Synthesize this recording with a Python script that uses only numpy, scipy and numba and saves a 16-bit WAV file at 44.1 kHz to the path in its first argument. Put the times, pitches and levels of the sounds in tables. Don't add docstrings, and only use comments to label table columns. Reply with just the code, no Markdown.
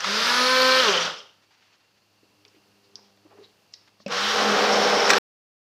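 import sys
import numpy as np
from scipy import signal
from scipy.fft import rfft, irfft
from scipy.io import wavfile
from scipy.ndimage import uniform_filter1d
from numba import njit

SR = 44100
rng = np.random.default_rng(int(sys.argv[2]) if len(sys.argv) > 2 else 0)


def field_ratio(decibels):
    return 10 ** (np.asarray(decibels, dtype=float) / 20)


def store_wav(level_fs):
    pcm = np.round(np.clip(np.atleast_2d(level_fs), -1, 1) * 32767)
    wavfile.write(sys.argv[1], SR, pcm.T.astype(np.int16))


N = 251325
T = np.arange(N) / SR

# frequency in Hz, level in dB per Hz.
BRUSH_COLOUR = [(1900, -30), (2500, -2), (3400, 0), (4500, -2), (5500, -2), (6300, -9), (7300, -18),
                (8300, -27), (10000, -60)]
# frequency in Hz, width in Hz, level in dB over the churn.
POT_WALLS = [(480.2, 25, -3.5), (780, 60, -6), (592.3, 45, -11.5)]


def level(x, db=0):
    return x * field_ratio(db) / np.sqrt(np.mean(x ** 2))


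def noise(points):
    hz, db = np.transpose(points)
    log_hz = np.log(np.arange(1, N // 2 + 2) * SR / N)
    gain_db = np.interp(log_hz, np.log(hz), db, -99, -99)
    return level(irfft(rfft(rng.standard_normal(N)) * field_ratio(gain_db), N))


@njit
def svf(x, hz, width):
    y, b, l = np.empty(len(x)), 0., 0.
    for i in range(len(x)):
        g, k = np.tan(np.pi * hz[i] / SR), width / hz[i]
        v = (b + g * (x[i] - l)) / (1 + g * (g + k))
        b, l, y[i] = 2 * v - b, l + 2 * g * v, k * v
    return y


def band(hz, width):
    hz = hz + np.zeros(N)
    once = svf(rng.standard_normal(N), hz, 1. * width)
    return level(svf(once, hz, 2. * width))


def walk(rate):
    k = int(SR / rate)
    held = np.repeat(rng.standard_normal(N // k + 1), k)
    return 1.3 * uniform_filter1d(uniform_filter1d(held, k), k)[:N]


def kitchen():
    # frequency in Hz, level in dB at full strain, dB per dB of strain.
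    hum_tones = [(103.5, -70.5, 0.3), (201, -70, 0.7), (304, -74.5, 0.4), (400, -72.5, 0.8),
                 (780, -78.5, 0.7), (500, -82, 1.2)]
    # time in seconds, level in dB.
    hum_swell = [(1.4, -13), (1.73, -26.5), (2.11, -8), (2.5, -9), (2.62, 1), (2.93, 5), (3.2, 2),
                 (3.42, 5), (3.57, -10), (3.95, -8)]
    # frequency in Hz, width in Hz, level in dB.
    compressor = [(2750, 130, -77), (4500, 500, -76)]
    # frequency in Hz, level in dB per Hz.
    air_colour = [(20, -10), (60, -9), (100, 2), (150, 3), (500, 3), (1000, 1), (2000, -4), (2700, -1),
                  (3600, -4.5), (4800, -2.5), (6300, -7), (8000, -14.5), (10000, -15.5), (15600, -17)]
    strain = np.interp(T, *np.transpose(hum_swell))
    hum = 0
    for hz, db, share in hum_tones:
        gain = field_ratio(db + share * strain + 3 * walk(11))
        hum = hum + gain * np.sin(2 * np.pi * hz * T + .8 * walk(7))
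    rings = sum(field_ratio(db + 0.81 * walk(12)) * band(hz, width) for hz, width, db in compressor)
    air = noise(air_colour) * field_ratio(-66 + 1.5 * walk(2.4))
    return air + hum + rings


def swells(rows, grain_db):
    out = 0
    for start, length, hz, width, db in rows:
        swell = np.sin(np.pi * np.clip((T - start) / length, 0, 1) ** .7) ** 2
        out = out + swell * field_ratio(db + grain_db * walk(80)) * band(hz, width)
    return out


def rubs():
    # start in seconds, length in seconds, frequency in Hz, width in Hz, level in dB.
    rub_swells = [(2.82, .12, 4600, 900, -66), (3.02, .14, 3600, 2500, -63), (3.39, .14, 3900, 900, -60),
                  (3.37, .16, 2500, 4000, -64), (3.24, .3, 700, 900, -63), (2.9, .3, 600, 800, -69),
                  (3.99, .07, 4600, 2000, -59), (1.2, 1.1, 1800, 4000, -67), (2.53, .06, 2400, 1500, -64),
                  (3.7, .35, 1500, 3000, -68)]
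    return swells(rub_swells, grain_db=4.0)


def grip():
    # start in seconds, length in seconds, frequency in Hz, width in Hz, level in dB.
    grip_swells = [(.25, .9, 4270, 500, -28.5), (.6, .75, 3100, 600, -30), (.05, .4, 4900, 600, -35),
                   (.12, .45, 13600, 400, -58), (.22, .45, 10000, 700, -50), (.5, .4, 13050, 600, -51),
                   (.75, .45, 5800, 700, -37), (4.55, 1.0, 5390, 550, -33), (1.05, .22, 5200, 700, -51),
                   (1.03, .18, 1300, 300, -42), (4.12, .4, 3300, 700, -36), (4.1, .4, 1400, 500, -33),
                   (4.08, .65, 100, 40, -55)]
    return swells(grip_swells, grain_db=4.4)


def contacts(rows, rough):
    out = np.zeros(N + SR)
    ms = np.arange(SR // 4) * 1000 / SR
    for start, db, hz, rise_ms, t60_ms in rows:
        rise = np.sin(np.pi / 2 * np.minimum(ms / rise_ms, 1)) ** 2
        shape = rise * field_ratio(-60 * np.maximum(ms - rise_ms, 0) / t60_ms)
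        centre = hz + 0 * ms
        scatter = svf(svf(rng.standard_normal(len(ms)), centre, 0.3 * hz), centre, .3 * hz)
        ring = (1 - rough) * np.sin(2 * np.pi * hz * ms / 1000) + rough * level(scatter)
        i = int(start * SR)
        out[i:i + len(ms)] += field_ratio(db) * shape * ring
    return out[:N]


def strikes(touches, modes, rise_ms):
    tilt_hz = 2500
    return [(start, db + mode_db + tilt * np.log2(hz / tilt_hz), ratio * hz, rise_ms, t60_ms)
            for start, db, ratio, tilt in touches for hz, mode_db, t60_ms in modes]


def pot_bumps():
    # time in seconds, peak in dB, frequency in Hz.
    bumps = [(2.228, -52.5, 306), (2.228, -61, 490), (2.449, -53, 420), (2.542, -53, 370),
             (2.557, -56, 356), (2.566, -53, 327), (3.25, -46, 310), (3.253, -53, 537), (3.298, -51, 430),
             (3.344, -49.5, 420), (3.385, -39, 402), (3.408, -42.5, 415), (3.455, -51, 410),
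             (4.001, -44.5, 246)]
    return contacts([(start, db, hz, 4, 97) for start, db, hz in bumps], rough=.45)


def ticks():
    # frequency in Hz, level in dB, t60 in ms.
    rim, grate, cord = [(755, -5, 44), (1390, -1, 22), (2330, -2, 38), (3310, -0.5, 12), (4490, 1, 14),
                        (5980, -8.5, 12)], [(5380, -2, 30), (4340, -6.5, 30), (6550, -12.5, 18), (3000, -19, 28),
                                     (5000, -20, 230), (2060, -19.5, 64)], [(4870, -8, 7.5), (5600, -17.5, 6.2), (3160, -26, 11),
                                                    (5600, -28, 110), (4830, -29, 100)]
    switch, bell = [(201, -4.5, 140), (540, -1.5, 75), (2540, -8, 71), (5050, -9.5, 38)], [(1131, -8, 110), (1540, 0, 47), (2410, -4.5, 40), (4090, -6, 35),
                                    (5480, -3, 21.3), (7840, -6.5, 27), (10500, -10.5, 25), (13700, -5, 40)]
    # time in seconds, peak in dB, pitch ratio, brightness in dB per octave.
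    rim_taps = [
        (2.45, -44, 1.06, 1.5),
        (3.173, -57, 0.79, 0),
        (4.001, -56, 0.79, -9),
    ]
    grate_clicks = [
        (2.4792, -47.5, 1.03, 2.5),
        (3.7235, -53.5, 1.1, -1),
        (3.7325, -45, 1.3, -3),
        (3.7372, -31.5, 0.94, 3),
    ]
    cord_snaps = [
        (2.9553, -19, 1.01, .1),
    ]
    switch_snaps = [
        (4.061, -23, 1.01, .1),
    ]
    bell_knocks = [
        (.005, -22, 1.1, 0),
        (.043, -18.5, .84, -1),
        (4.08, -32.5, 1.01, 1.5),
        (5.077, -21, 0.75, 1),
        (5.094, -14, 1.3, 2),
        (5.1022, -3.5, 1.01, 0),
        (5.107, -11, 1.01, 3),
        (5.1332, -11.5, 1.06, 0.5),
    ]
    rows = strikes(rim_taps, rim, rise_ms=0.47) + strikes(grate_clicks, grate, rise_ms=1.3)
    rows += strikes(cord_snaps, cord, rise_ms=1.4) + strikes(switch_snaps, switch, rise_ms=1.9)
    rows += strikes(bell_knocks, bell, rise_ms=.5)
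    return contacts(rows, rough=.5)


def blender(run, low, orders, whistles, shell, splash, churn, pot, wobble, beat, lumpy_db):
    # frequency in Hz, width in Hz, gain in dB.
    body = [(1047, 69, 5), (520.5, 34, 19.5), (399.7, 64, 23), (576, 60, 16), (455, 55, 8.5)]
    # frequency in Hz, level in dB per Hz.
    top_colour = [(7000, -4.5), (8200, 3.5), (9800, 0), (11000, -2), (12800, -2), (14200, -6), (15600, -9)]
    start_s, *columns = np.transpose(run)
    hz, brush_db, song_db, swirl_db = (np.interp(T, start_s, c) for c in columns)
    since_start = np.maximum(T - start_s[0], 0)
    octaves = np.log2(hz / 258)
    splash_db = 1.14 + 0.26 * swirl_db
    top_db = -19.5 + 10.5 * octaves

    coasting = uniform_filter1d(np.clip(-np.gradient(hz) * SR / 400, 0, 1), size=2000)
    uneven_hz = hz * (1 + (wobble + .0008 * coasting) * walk(60))
    turn = 2 * np.pi * np.cumsum(uneven_hz) / SR

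    unbalance_db = brush_db + 10 * octaves - 30 * np.exp(-since_start / 0.016)
    multiple_db = brush_db + .4 * (song_db - brush_db) - 16 * np.exp(-since_start / .15)
    partials = [(k, db + (multiple_db if k > 1 else unbalance_db)) for k, db in low]
    partials += [(k, db + song_db) for k, db in orders]
    tones = 0
    for k, db in partials:
        lift_db = sum(gain / (1 + (2 * (k * hz - f) / width) ** 2) for f, width, gain in body)
        wave = np.sqrt(2) * np.sin(k * turn + 2 * np.pi * rng.random())
        tones = tones + field_ratio(db + lift_db + lumpy_db * walk(18)) * wave

    pulse = 1 + beat * np.cos(2 * turn) + beat * np.cos(turn) / 2
    walls = sum(field_ratio(db + 0.83 * walk(9)) * band(f, width) for f, width, db in pot)
    swirl = level(noise(churn) * field_ratio(1.2 * walk(30)) + walls)
    spray = noise(splash) * pulse * field_ratio(0.44 * walk(45))
    whistling = sum(field_ratio(db - 15 * coasting + 3 * walk(4)) * band(k * hz, width) for k, width, db in whistles)
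    top = level(noise(top_colour) + whistling)
    housing = sum(field_ratio(db + 2.0 * walk(4.5)) * band(f, width) for f, width, db in shell)
    hiss = level(noise(BRUSH_COLOUR) + housing)
    hiss = pulse * field_ratio(0.22 * walk(67)) * (hiss + field_ratio(top_db) * top)
    on = (T >= start_s[0]) & (T < start_s[-1])
    return on * (field_ratio(brush_db) * (hiss + field_ratio(splash_db) * spray + field_ratio(swirl_db) * swirl) + tones)


def deep_run():
    # time in seconds, shaft in Hz, brush noise in dB, blade song in dB, swirl in dB over the brushes.
    run = [
        (4.079, 159.4, -53.5, -70, 8),
        (4.122, 175.5, -30.5, -69, -4),
        (4.253, 208.6, -27.5, -65, -8),
        (4.341, 213.3, -27, -52.5, -2.5),
        (4.42, 210.6, -27.5, -41, 3.5),
        (4.725, 206.1, -27.5, -35.5, 6),
        (4.989, 204.9, -28, -35, 5.5),
        (5.06, 197.7, -27.5, -36, 5.5),
        (5.19, 199.6, -25.5, -40, 1),
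    ]
    # multiple of shaft speed, level in dB (low: over the brushes; upper: over the song).
    low, orders = [(1, -12.5), (2, -26.5), (3, -22)], [(4, -12)]
    # multiple of shaft speed, width in Hz, level in dB over the top hiss.
    whistles = [(42.3, 700, -10), (52, 700, -9), (58, 700, -11), (65.5, 700, -12)]
    # frequency in Hz, width in Hz, level in dB over the brushes.
    shell = [(3040, 260, -13), (3770, 150, -20.5)]
    # frequency in Hz, level in dB per Hz.
    splash, churn = [(590, -33.5), (1000, -7.5), (1040, -1), (1500, -2), (1610, -4), (2400, -9.5),
                     (2500, -15.5), (3250, -31), (5500, -120)], [(15, -51.5), (25, -26.5), (59, -36.5), (134, -25.5), (212, -12),
                                          (342, -11.5), (480, -3.5), (560, -5.5), (774, -4.5), (990, -9),
                                          (1290, -48.5), (2180, -120)]
    return blender(run, low, orders, whistles, shell, splash, churn, POT_WALLS,
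                   wobble=.012, beat=.1, lumpy_db=4.0)


def free_run():
    # time in seconds, shaft in Hz, brush noise in dB, blade song in dB, swirl in dB over the brushes.
    run = [
        (0.0, 158, -38.5, -55, -16.5),
        (0.07, 193.4, -28, -50.5, -11.5),
        (0.28, 241.2, -24.5, -36.5, -9.5),
        (0.5, 256.2, -25.5, -30.5, -12.5),
        (0.808, 259.9, -25.5, -30, -9.5),
        (0.9, 197.8, -26.5, -35, -5),
        (0.95, 175.2, -29, -43.5, -1.5),
        (1.065, 166.8, -31.5, -65, -4),
        (1.32, 120.6, -80, -97, 3),
    ]
    # multiple of shaft speed, level in dB (low: over the brushes; upper: over the song).
    low, orders = [(1, -14), (2, -20), (3, -15)], [(4, -2.5), (5, .5), (6, 2), (7, -3), (8, -9.5), (9, -4.5), (10, -13.5),
                                     (11, -13), (12, -7), (13, -9.5)]
    # multiple of shaft speed, width in Hz, level in dB over the top hiss.
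    whistles = [(40, 900, -9), (47.3, 800, -12)]
    # frequency in Hz, width in Hz, level in dB over the brushes.
    shell = [(4800, 610, -9), (3630, 750, -12)]
    # frequency in Hz, level in dB per Hz.
    splash, churn = [(590, -36.5), (1000, -5.5), (1100, -5.5), (1310, 1), (1980, -5.5), (2500, -7),
                     (3250, -36), (5500, -120)], [(20, -22), (60, -29), (130, -17), (190, -9), (310, -12), (480, 0),
                                          (580, -1), (720, -5), (950, -3), (1200, -30)]
    return blender(run, low, orders, whistles, shell, splash, churn, POT_WALLS[2:],
                   wobble=.001, beat=0.14, lumpy_db=2.17)


def room(x):
    t = np.arange(SR // 2) / SR
    tail = rng.standard_normal(len(t)) * field_ratio(-60 * t / 0.49) * (t > .004)
    return x + field_ratio(-11) * signal.fftconvolve(x, tail / np.sqrt(np.sum(tail ** 2)))[:N]


def dull(x):
    low = signal.sosfilt(signal.butter(6, 6600, fs=SR, output="sos"), x)
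    return low + field_ratio(-26) * (x - low)


def scene():
    touches = dull(ticks() + pot_bumps())
    near = free_run() + deep_run() + grip() + touches
    return (room(near) + dull(rubs()) + kitchen())[None]


def roll_off(x):
    return signal.sosfilt(signal.butter(12, 15680, fs=SR, output="sos"), x)


def record(dry):
    soft = np.tanh(.7 * dry) / .7
    return roll_off(soft * (T < 5.1838))


dry = scene()
out = record(dry)
store_wav(out)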